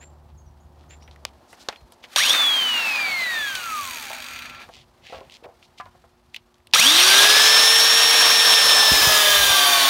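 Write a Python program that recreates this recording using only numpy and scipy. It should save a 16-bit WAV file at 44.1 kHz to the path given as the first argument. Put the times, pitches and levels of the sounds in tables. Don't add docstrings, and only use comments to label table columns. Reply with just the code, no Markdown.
import sys
import numpy as np
from scipy import signal
from scipy.fft import rfft, irfft
from scipy.io import wavfile
from scipy.ndimage import uniform_filter1d, map_coordinates

SR = 44100
rng = np.random.default_rng(int(sys.argv[2]) if len(sys.argv) > 2 else 0)


def log_audio(samples):
    frames = np.atleast_2d(samples).T
    limited = np.clip(frames, -1, 1)
    pcm = np.round(limited * 32767).astype(np.int16)
    wavfile.write(sys.argv[1], SR, pcm)


N = 436149
T = np.arange(N) / SR

BLIP_ON_S, BLIP_OFF_S, CUT_ON_S = 2.1605, 2.335, 6.7365
SLOTS, GEAR = 12, 14 / 38
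FREE_HZ, QUICK_SHARE, QUICK_S, SLOW_S, LEAD_S = 5573, .5242, .0858, .353, .0123
FRICTION_HZ_PER_S, DRAG_PER_S, OFF_DROP_HZ = 1103, .2573, 18
# time in seconds, slot rate lost in Hz.
LOAD_SAG = [(8.03, 0), (8.28, 86), (8.45, 114), (8.7, 196), (8.87, 280), (9.04, 386), (9.21, 525),
            (9.89, 1135)]
# time in seconds, gain in dB, then bass and
# treble in dB against the middle band.
BLIP_ROAR = [(2.17, -16, -22, -11), (2.33, -20, -11.5, -7), (2.47, -25, -11.5, -7),
             (3.0, -27.5, -10.5, -10), (3.5, -34.5, -6.5, -5), (3.95, -38.5, -6.5, -1.5),
             (4.4, -37.5, -12.5, -9.5), (4.64, -44.5, -4, -19), (4.68, -65, -19, -12)]
CUT_ROAR = [(6.74, -9, -17.5, -14.5), (6.78, -16.5, -14.5, -4), (6.93, -11, -18, -9),
            (7.21, -10, -12, -7.5), (7.71, -14, -13.5, -6.5), (8.6, -13.5, -11, -7.5),
            (9.05, -16.5, -6, -3.5), (9.24, -17, -10, -5), (9.89, -18, -9, -6.5)]
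# frequency in Hz, relative density in dB.
POWERED_SPECTRUM = [(59, -71.5), (100, -36), (396, -19), (450, -28.5), (511, -14), (1220, -5.5),
                    (1440, -8.5), (1640, -2), (1900, -6), (3660, 2.5), (5030, -4), (5600, -1.5), (7370, -8),
                    (9110, -8), (15800, -16)]
COASTING_SPECTRUM = [(59, -52), (100, -51.5), (249, -6.5), (307, -12.5), (441, -12.5), (673, -3.5),
                     (1600, 5.5), (4530, 2), (4930, -7), (8550, -14), (10300, -16), (12000, -17.5),
                     (15800, -15.5)]
# frequency in Hz, width in Hz, boost under power in dB,
# nominal boost when coasting in dB.
HOUSING_MODES = [(1230, 250, 3, 2), (1620, 100, 4, 2), (2430, 400, 2, 6), (3200, 100, 5, 2),
                 (3560, 150, 5, 3), (3910, 60, 5, 5), (4660, 130, 3, 5), (5710, 90, 8, 5),
                 (6100, 100, 2, 6), (6670, 180, 5, 7), (8360, 150, 4, 5), (8920, 120, 5, 3),
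                 (10100, 200, 3, 1), (11800, 300, 3, 6)]
# pitch passed in Hz, unloaded level in dB.
SHAFT_WHINE = [(60, -65), (170, -48.5), (260, -34.5), (350, -37), (420, -33.5), (460, -36)]
FOURTH_WHINE = [(200, -75.5), (480, -65.5), (650, -45.5), (820, -37.5), (1000, -43), (1220, -30),
                (1420, -37), (1570, -21.5), (1770, -23), (1830, -28.5)]
SLOT_WHINE = [(300, -80), (640, -52), (1000, -41), (1220, -22), (1450, -33), (1700, -23), (2300, -21),
              (2800, -20), (3500, -14.5), (3950, -26), (4350, -22), (4650, -21.5), (4890, -34), (5080, -22),
              (5340, -16.5), (5500, -19)]
SLOT_OCTAVE_WHINE = [(600, -66.5), (1300, -47), (2100, -35.5), (2600, -36), (3500, -20), (4500, -24),
                     (5700, -34), (7200, -38), (8500, -26), (9400, -30), (10000, -34), (10350, -52),
                     (10750, -32), (11000, -33)]
FARTHER_DB, CLOSE_DB = (-16.5, -4.5, -4, -13), (0, 0, 0, 0)
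LOAD_DB_PER_KHZ = -10., -4., -5., -3.
CLATTER_PER_S, CLATTER_DB, CLATTER_T60 = 130, -11.5, .03

# time in seconds, scrape level in dB.
DISC_PRESSURE = [(8.6, -53), (8.85, -27), (9.05, -20), (9.5, -20.5), (9.89, -22)]
# frequency in Hz, gain in dB.
BRACKET_RESPONSE = [(300, -45), (900, -22), (1600, -8), (3400, 0), (5000, -8), (7000, -8), (8000, -16),
                    (10100, -8), (11000, -15), (13700, -4), (15800, -7)]
# bumps per disc turn, level on entering in dB, level deeper in dB.
RIM_LOBES = [(2, -60, -46), (4, -31, -60), (5, -60, -31), (6, -60, -37), (8, -30, -27), (10, -60, -38),
             (12, -34, -60), (13, -34, -36), (17, -60, -36), (19, -36, -60), (20, -32, -60), (21, -31, -45),
             (22, -60, -32), (23, -40, -40), (24, -60, -34)]
ENTER_S, DEEPER_S = (9.03, 9.47), (9.45, 9.98)

# start in seconds, level in dB, centre in Hz, decay scale in
# seconds, then dull tail and bright tick in dB against the clack.
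CLICKS = [(0.839, -62, 1880, 0.03, 0, -14), (1.0244, -50, 2900, 0.04, -16, -18),
          (1.077, -44.5, 2090, 0.12, -20, -31), (1.112, -45, 3340, 0.034, -12, -28),
          (1.161, -46.5, 1870, 0.036, -13, -34), (1.2513, -13.5, 3300, 0.013, -10.5, -11),
          (1.529, -52, 2220, 0.048, 11, 4), (1.6865, -20.5, 4150, 0.042, -1.5, -34),
          (1.7265, -37.5, 2020, 0.069, -5, -32), (1.7596, -41, 2980, 0.055, -15, -31),
          (1.922, -46, 3300, 0.032, -4, 2), (2.0395, -35.5, 2450, 0.078, -9, -31),
          (2.1607, -10, 3140, 0.034, -13, -33), (3.5524, -20.5, 3320, 0.14, -30, -12),
          (4.767, -39, 3500, .03, -14, -25), (5.298, -42, 2770, 0.036, -24, -26),
          (5.3408, -43, 4560, 0.03, -29, -32), (5.44, -45.5, 1800, 0.04, -7, -28),
          (5.627, -44, 2920, 0.04, -21, -33), (5.8012, -44, 1950, 0.03, -20, -32),
          (5.8567, -49.5, 3480, 0.03, -5.5, -22), (6.345, -31, 2800, 0.048, -28, -22),
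          (6.363, -28, 2970, 0.053, -25, -28), (6.5425, -51.5, 4350, 0.03, -14, -18),
          (6.5554, -56.5, 2970, 0.03, -11, -18), (6.5824, -57.5, 2600, 0.03, -12, -5),
          (6.6029, -61, 1890, 0.03, -14, -19), (6.671, -43, 3020, 0.041, -29, -7),
          (6.7359, -7, 3450, 0.092, -20.5, -31)]
# start in seconds, gain in dB, pitch factor, decay factor.
KNOCKS = [(3.079, -28, 1.04, 0.82), (4.104, -27, 1.23, 3.2), (4.69, -28.5, 0.99, 0.74),
          (5.099, -37.5, 0.98, 1.05), (5.125, -26, 1.04, 1.9), (5.144, -31, 0.98, 2.5),
          (5.187, -36, 0.95, 1.6), (5.212, -31.5, 0.78, 1.2), (5.426, -42, 0.65, 0.88),
          (5.443, -31.5, 0.97, 1.5), (5.459, -33.5, 0.79, 1.1), (5.488, -41, 0.98, 2.2),
          (5.8, -23, 1.53, 1.25), (5.861, -36, 1.4, 1.2), (5.951, -45.5, 1.05, 1.2), (6.041, -40, 1.02, 1)]
# base frequency in Hz, relative level in dB, base t60 in seconds.
TUBE_MODES = [(500, -11, 0.15), (528, -2.5, 0.052), (700, -4, 0.14), (767, -2, 0.08), (1093, -12.5, 0.14),
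              (1250, -32, .04)]
# start in seconds, envelope peak in dB, frequency in Hz.
THUMPS = [(1.82, -41, 50), (8.913, -20.5, 59.9), (8.917, -15.5, 196), (9.07, -19, 140)]

# time in seconds, grass level in dB, scuff level in dB.
RUSTLE_SPELLS = [
    [(0.0, -68, -55), (0.38, -73, -62.5), (1.0, -68, -57), (1.45, -65.5, -57.5), (1.62, -57, -56.5),
     (1.84, -65, -59), (2.04, -66, -59), (2.16, -41.5, -56)],
    [(4.6, -51, -53), (4.8, -67.5, -62.5), (5.23, -62, -59), (5.4, -67.5, -61.5), (5.81, -65.5, -64.5),
     (6.65, -70.5, -69), (6.73, -72, -58)],
]
# frequency in Hz, relative density in dB.
GRASS_SPECTRUM = [(710, -39.5), (1200, -7), (1830, -6.5), (1950, -8), (2320, -8.5), (4470, -10),
                  (6960, -17), (14300, -23.5), (15800, -30.5)]
SCUFF_SPECTRUM = [(120, -35.5), (200, -7), (416, -11.5), (449, -11), (524, -9), (727, -6.5), (908, -8),
                  (2000, -30), (2600, -66), (4400, -120)]
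# start in seconds, length in seconds, level in dB, centre in Hz.
CRUNCHES = [(0, 0.052, -52.5, 2070), (.26, 0.085, -71, 2800), (0.76, 0.11, -67, 3200),
            (0.892, 0.071, -52, 2220), (1.017, 0.029, -60, 3980), (1.11, 0.038, -58, 3260),
            (1.25, 0.052, -54, 3000), (1.467, 0.11, -58.5, 5250), (1.586, 0.062, -51, 4140),
            (1.692, 0.069, -53, 2480), (1.912, .04, -59, 5000), (2.02, 0.049, -48, 3000),
            (4.698, 0.16, -50.5, 3080), (5.004, 0.22, -46, 2680), (5.174, 0.13, -62, 2700),
            (5.296, 0.092, -48, 3170), (5.429, 0.036, -52, 2500), (5.609, 0.067, -57.5, 3500),
            (5.769, 0.049, -47.5, 3180), (6.333, 0.037, -49, 3180), (6.711, .008, -53, 3500),
            (6.724, .016, -49, 2860)]
# start in seconds, length in seconds, first and last pitch in Hz, level in dB.
CHIRPS = [(0, .055, 6500, 7400, -55), (.89, .05, 5800, 7300, -58), (1.008, .04, 4000, 5850, -64),
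          (1.77, .02, 4150, 4200, -65), (.375, .02, 7400, 6400, -69), (.46, .02, 6500, 5700, -72),
          (.6, .02, 5600, 7000, -73)]

# frequency in Hz, relative density in dB.
FIELD_SPECTRUM = [(18, -31), (30, -14), (71, -10), (301, -20.5), (362, -23), (424, -15.5), (471, -6.5),
                  (1120, 2), (1990, -15), (3110, -30.5), (15800, -28)]
RUMBLE_SPECTRUM = [(20, -11.5), (45, 4.5), (80, 4.5), (160, -4), (350, -28), (700, -43.5)]
# time in seconds, level in dB.
LOW_RUMBLE = [(0.0, -59), (0.45, -52.5), (1.38, -59.5), (1.6, -70), (3.2, -61), (4.6, -61), (5.4, -62.5),
              (6.7, -64.5), (7.7, -91), (8.84, -78), (9.0, -54), (9.89, -64)]
# middle in seconds, length in seconds, level in dB.
PUFFS = [(1.83, 0.088, -56), (3.86, 0.13, -56), (4.354, 0.079, -53), (4.51, 0.2, -56), (4.785, 0.09, -59),
         (5.18, 0.062, -57), (5.264, 0.055, -59), (5.87, 0.088, -62), (8.94, 0.1, -47), (9.063, .2, -41),
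         (9.426, 0.31, -41), (9.783, 0.14, -56)]
# start and end in seconds, pitch in Hz, level and waver in dB.
STEADY_TONES = [(0, 9.9, 360, -69, 1.5), (0, 9.9, 237, -71, 1.5), (4.2, 4.66, 1356, -49, 1.5),
                (3.7, 4.05, 1356, -52, 2), (3.65, 4.64, 248, -60, 4), (9.15, 9.9, 3548, -28, 4),
                (8.95, 9.8, 3140, -30.5, 4), (7.4, 9.9, 5617, -39, 4), (9.0, 9.72, 10120, -41, 6)]
ENGINE_HZ, ENGINE_DB, ENGINE_FALL_HZ, LEAVES_S, GONE_S = 74.5, -50, 7.7, 1.1, 1.42
FIELD_DB = -70.5
EDGE_HZ, TOP_HZ = 15830, 17087


def grinder(roar_rows, on, off, distance_db):
    times, *levels = np.transpose(roar_rows)
    t = np.arange(on, times[-1], 1 / SR)
    roar_db, bass_db, treble_db = (np.interp(t, times, level) for level in levels)
    sag_hz = uniform_filter1d(np.interp(t, *np.transpose(LOAD_SAG)), size=3000, mode="nearest")
    slot_hz = slot_rate(t, on, off) - sag_hz
    shaft_hz = slot_hz / SLOTS * (1 + .0006 * wander(len(t), size=300))
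    out = amp(roar_db) * roar(t, np.cumsum(shaft_hz) / SR, bass_db, treble_db, off)
    whines = whine(slot_hz, shaft_hz, sag_hz, t < off, distance_db)
    surge = np.clip(np.gradient(slot_hz) * SR / 8000, 0, 1)
    out += whines * amp(4 * surge * wander(len(t), size=90))
    out += surge * amp(roar_db + CLATTER_DB) * clatter(len(t))
    if t[-1] > DISC_PRESSURE[0][0]:
        out += bite(t, GEAR * shaft_hz)
    return out * span(t, on, np.inf, 0.0011)


def slot_rate(t, on, off):
    age = np.minimum(t, off) - on + LEAD_S
    shortfall = QUICK_SHARE * np.exp(-age / QUICK_S) + (1 - QUICK_SHARE) * np.exp(-age / SLOW_S)
    driven = FREE_HZ * (1 - shortfall)
    friction_hz = FRICTION_HZ_PER_S / DRAG_PER_S
    slowing = np.exp(-DRAG_PER_S * np.maximum(t - off, 0))
    coast = (driven - OFF_DROP_HZ + friction_hz) * slowing - friction_hz
    return np.maximum(np.where(t < off, driven, coast), 0)


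def roar(t, turns, bass_db, treble_db, off):
    frames = len(t) // 128 + 5
    at = np.minimum(np.arange(frames) * 128, len(t) - 1)
    real, imag, flicker = rng.standard_normal((frames, 257, 3)).T
    flicker = unit_rms(uniform_filter1d(uniform_filter1d(flicker, size=5, axis=0), size=14, axis=1))
    shape = housing_spectrum(t[at], bass_db[at], treble_db[at], off) * amp(1.2 * flicker)
    noise = signal.istft((real + 1j * imag) * shape, nperseg=512, noverlap=384)[1][:len(t)]
    throb = 1 + 0.047 * np.cos(2 * np.pi * turns) + 0.078 * np.cos(2 * np.pi * GEAR * turns)
    rattle = amp(0.87 * wander(len(t), size=40) + 0.64 * wander(len(t), size=600))
    slaps = np.diff(np.floor(turns), prepend=0) * rng.uniform(.3, 1, len(t))
    slaps *= span(t, off + .8, np.inf, .9)
    chatter = 2.6 * signal.lfilter([1], [1, -np.exp(-1 / (.004 * SR))], slaps)
    bright = signal.sosfilt(signal.butter(2, 1200, "high", fs=SR, output="sos"), noise)
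    return (noise + chatter * bright) * throb * rattle * 0.85


def housing_spectrum(t, bass_db, treble_db, off):
    hz = np.fft.rfftfreq(512, 1 / SR)[:, None]
    powered = coasting = 1
    for mode_hz, width_hz, powered_db, coasting_db in HOUSING_MODES:
        peak = 1 / (1 + (2 * (hz - mode_hz) / width_hz) ** 2)
        powered += (amp(powered_db) - 1) * peak
        coasting += (amp(coasting_db) - 1) * peak
    emphasis = np.clip(.6 + .6 * (t - off), 0, 2)
    body = np.where(t < off, amp(db_at(POWERED_SPECTRUM, hz)) * powered,
                    amp(db_at(COASTING_SPECTRUM, hz)) * coasting ** emphasis)
    low, high = 1 / (1 + (hz / 950) ** 4), 1 / (1 + (5500 / (hz + 1)) ** 8)
    bands = low * body, np.clip(1 - low - high, 0, 1) * body, high * body
    bass, middle, treble = (band / np.linalg.norm(band, axis=0) for band in bands)
    return bass * amp(bass_db) + middle + treble * amp(treble_db)


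def whine(slot_hz, shaft_hz, sag_hz, powered, distance_db):
    orders = 1, 4, SLOTS, 2 * SLOTS, 3 * SLOTS
    curves = SHAFT_WHINE, FOURTH_WHINE, SLOT_WHINE, SLOT_OCTAVE_WHINE
    levels = [db_at(curve, order * slot_hz / SLOTS) + db + load * sag_hz / 1000
              for curve, order, db, load in zip(curves, orders, distance_db, LOAD_DB_PER_KHZ)]
    levels.append(np.where(powered, levels[-1] - 11, -200))
    return sum(tone(np.minimum(order * shaft_hz, TOP_HZ), db, 1.2) for order, db in zip(orders, levels))


def clatter(count):
    t = np.arange(2000) / SR
    hits = (rng.random(count) < CLATTER_PER_S / SR) * amp(4 * rng.standard_normal(count))
    ring = sum(amp(2 * boost_db - 60 * t / CLATTER_T60) * np.sin(2 * np.pi * hz * t)
               for hz, _, boost_db, _ in HOUSING_MODES if hz > 4000)
    return unit_rms(signal.oaconvolve(hits, ring)[:count])


def bite(t, disc_hz):
    turns = np.cumsum(disc_hz) / SR
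    rim = uniform_filter1d(rng.standard_normal((int(turns[-1]) + 2, 320)), size=24, axis=0)
    scratch = map_coordinates(rim, [turns, turns % 1 * 320], order=1, mode="wrap")
    pressure = amp(np.interp(t, *np.transpose(DISC_PRESSURE), left=-200))
    enter, deeper = span(t, *ENTER_S, .08), span(t, *DEEPER_S, .08)
    singing = sum((enter * amp(enter_db) + deeper * amp(deeper_db)) * tone(bumps * disc_hz, 0, 2)
                  for bumps, enter_db, deeper_db in RIM_LOBES)
    return pressure * colour(scratch, BRACKET_RESPONSE) + singing


def clicks():
    out, t = np.zeros(N), np.arange(6000) / SR
    for start, db, hz, decay_s, dull_db, tick_db in CLICKS:
        clack, dull, tick = rng.standard_normal((3, len(t)))
        fall_db = -60 * t / np.clip(decay_s, .008, .1)
        clack = colour(clack, hump(hz, 1.44, 11)) * (amp(2.6 * fall_db) + .1 * amp(.5 * fall_db))
        dull = colour(dull, hump(800, 3.5, 26)) * amp(dull_db + 0.63 * fall_db)
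        tick = colour(tick, hump(9500, 1.2, 9)) * amp(tick_db + 2.9 * fall_db)
        add(out, start, amp(db) * (clack + dull + tick))
    return out


def tube_knocks():
    out, t = np.zeros(N), np.arange(6000) / SR
    for start, db, pitch, decay in KNOCKS:
        detunes = rng.uniform(0.93, 1.04, len(TUBE_MODES))
        ring = sum(amp(mode_db - 60 * t / (t60 * decay)) * np.sin(2 * np.pi * hz * pitch * detune * t)
                   for detune, (hz, mode_db, t60) in zip(detunes, TUBE_MODES))
        thud = colour(rng.standard_normal(len(t)), hump(750 * pitch, 1.9, 14.6))
        thud *= amp(-60 * t / (0.069 * decay))
        add(out, start, amp(db) * (.4 * ring + .3 * thud))
    return out


def thumps():
    out, t = np.zeros(N), np.arange(6000) / SR
    for start, db, hz in THUMPS:
        envelope = 3 * hz * t * np.exp(1 - 3 * hz * t)
        add(out, start, amp(db) * envelope * np.cos(2 * np.pi * hz * t))
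    return out


def boots():
    grain_sizes = amp(4.3 * np.minimum(rng.exponential(1, N), 5))
    grains = grain_sizes * (rng.random(N) < 2500 / SR) * rng.standard_normal(N)
    grit = unit_rms(grains) + .8 * rng.standard_normal(N)
    grass = colour(rng.standard_normal(N), GRASS_SPECTRUM) * amp(1.6 * wander(N, size=400))
    scuff = colour(rng.standard_normal(N), SCUFF_SPECTRUM) * amp(0.8 * wander(N, size=400))
    out = np.zeros(N)
    for spell in RUSTLE_SPELLS:
        times, grass_db, scuff_db = np.transpose(spell)
        out += grass * amp(np.interp(T, times, grass_db, -200, -200))
        out += scuff * amp(np.interp(T, times, scuff_db, -200, -200))
    for start, length, db, hz in CRUNCHES:
        crunch = colour(grit[round(start * SR):][:round(length * SR)], hump(hz, 1.58, 10.8))
        add(out, start, amp(db) * crunch * signal.windows.tukey(len(crunch), .7))
    return out


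def birds():
    out, t = np.zeros(N), np.arange(9000) / SR
    for start, length, first_hz, last_hz, db in CHIRPS:
        progress = np.arange(0, length, 1 / SR) / length
        hz = last_hz + (first_hz - last_hz) * np.exp(-7 * progress)
        add(out, start, tone(hz, db, 2.5) * np.sin(np.pi * progress ** .6))
    echo = rng.standard_normal(len(t)) * amp(-60 * t / 0.2)
    return out + amp(6) * signal.oaconvolve(out, echo / np.linalg.norm(echo))[:N]


def wash_and_rumble():
    wash = amp(FIELD_DB + .8 * wander(N, size=3000)) * colour(rng.standard_normal(N), FIELD_SPECTRUM)
    level = amp(np.interp(T, *np.transpose(LOW_RUMBLE)))
    for middle, length, db in PUFFS:
        level += amp(db) * span(T, middle - length / 2, middle + length / 2, length / 3)
    rumble = colour(rng.standard_normal(N), RUMBLE_SPECTRUM) * level * amp(2.2 * wander(N, size=900))
    return wash + rumble


def far_engine():
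    away = np.clip((T - LEAVES_S) / (GONE_S - LEAVES_S), 0, 1)
    hz = ENGINE_HZ - ENGINE_FALL_HZ * away
    drone = tone(hz, ENGINE_DB, 0.73)
    overtones = tone(1.8 * hz, ENGINE_DB - 23, 2) + tone(2 * hz, ENGINE_DB - 12, 2)
    return np.sqrt(1 - away) * (drone + overtones)


def hums_and_squeals():
    return sum(span(T, start, end, 0.05) * tone(np.full(N, hz), db, waver_db)
               for start, end, hz, db, waver_db in STEADY_TONES)


def amp(db):
    return 10 ** (np.asarray(db) / 20)


def unit_rms(x):
    return x / np.sqrt(np.mean(x ** 2) + 1e-20)


def db_at(spectrum, hz):
    points_hz, db = np.transpose(spectrum)
    return np.interp(np.log(hz + 1), np.log(points_hz + 1), db)


def colour(x, spectrum):
    gain = amp(db_at(spectrum, np.fft.rfftfreq(len(x), 1 / SR)))
    return unit_rms(irfft(rfft(x) * gain, len(x)))


def hump(hz, width, steepness):
    shoulder_db, skirt_db = -.6 * steepness, -3 * steepness
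    return [(hz / width ** 2, skirt_db), (hz / width, shoulder_db), (hz, 0),
            (hz * width, shoulder_db), (hz * width ** 3.2, skirt_db)]


def wander(count, size):
    return unit_rms(uniform_filter1d(uniform_filter1d(rng.standard_normal(count), size), size))


def tone(hz, db, waver_db):
    level = amp(db + waver_db * wander(len(hz), size=500))
    return np.sqrt(2) * level * np.sin(2 * np.pi * (np.cumsum(hz) / SR + rng.random()))


def span(t, first, last, fade):
    return np.clip(np.minimum(t - first, last - t) / fade, 0, 1)


def add(mix, start, sound):
    part = mix[round(start * SR):][:len(sound)]
    part += sound[:len(part)]


def scene():
    mix = clicks() + tube_knocks() + thumps() + boots()
    mix += birds() + wash_and_rumble() + far_engine() + hums_and_squeals()
    add(mix, BLIP_ON_S, grinder(BLIP_ROAR, BLIP_ON_S, BLIP_OFF_S, FARTHER_DB))
    add(mix, CUT_ON_S, grinder(CUT_ROAR, CUT_ON_S, np.inf, CLOSE_DB))
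    return np.array([mix, mix])


def record(dry):
    soft = 1.05 * np.tanh(dry / 1.05)
    low_cut = signal.sosfilt(signal.butter(4, 45, "high", fs=SR, output="sos"), soft)
    to_edge, to_top = (signal.firwin(1023, hz, window=("kaiser", 11), fs=SR)
                       for hz in (EDGE_HZ, TOP_HZ - 200))
    treble_cut = to_edge + amp(-41.5) * (to_top - to_edge)
    return signal.oaconvolve(low_cut, treble_cut[None], "same")


dry = scene()
out = record(dry)
log_audio(out)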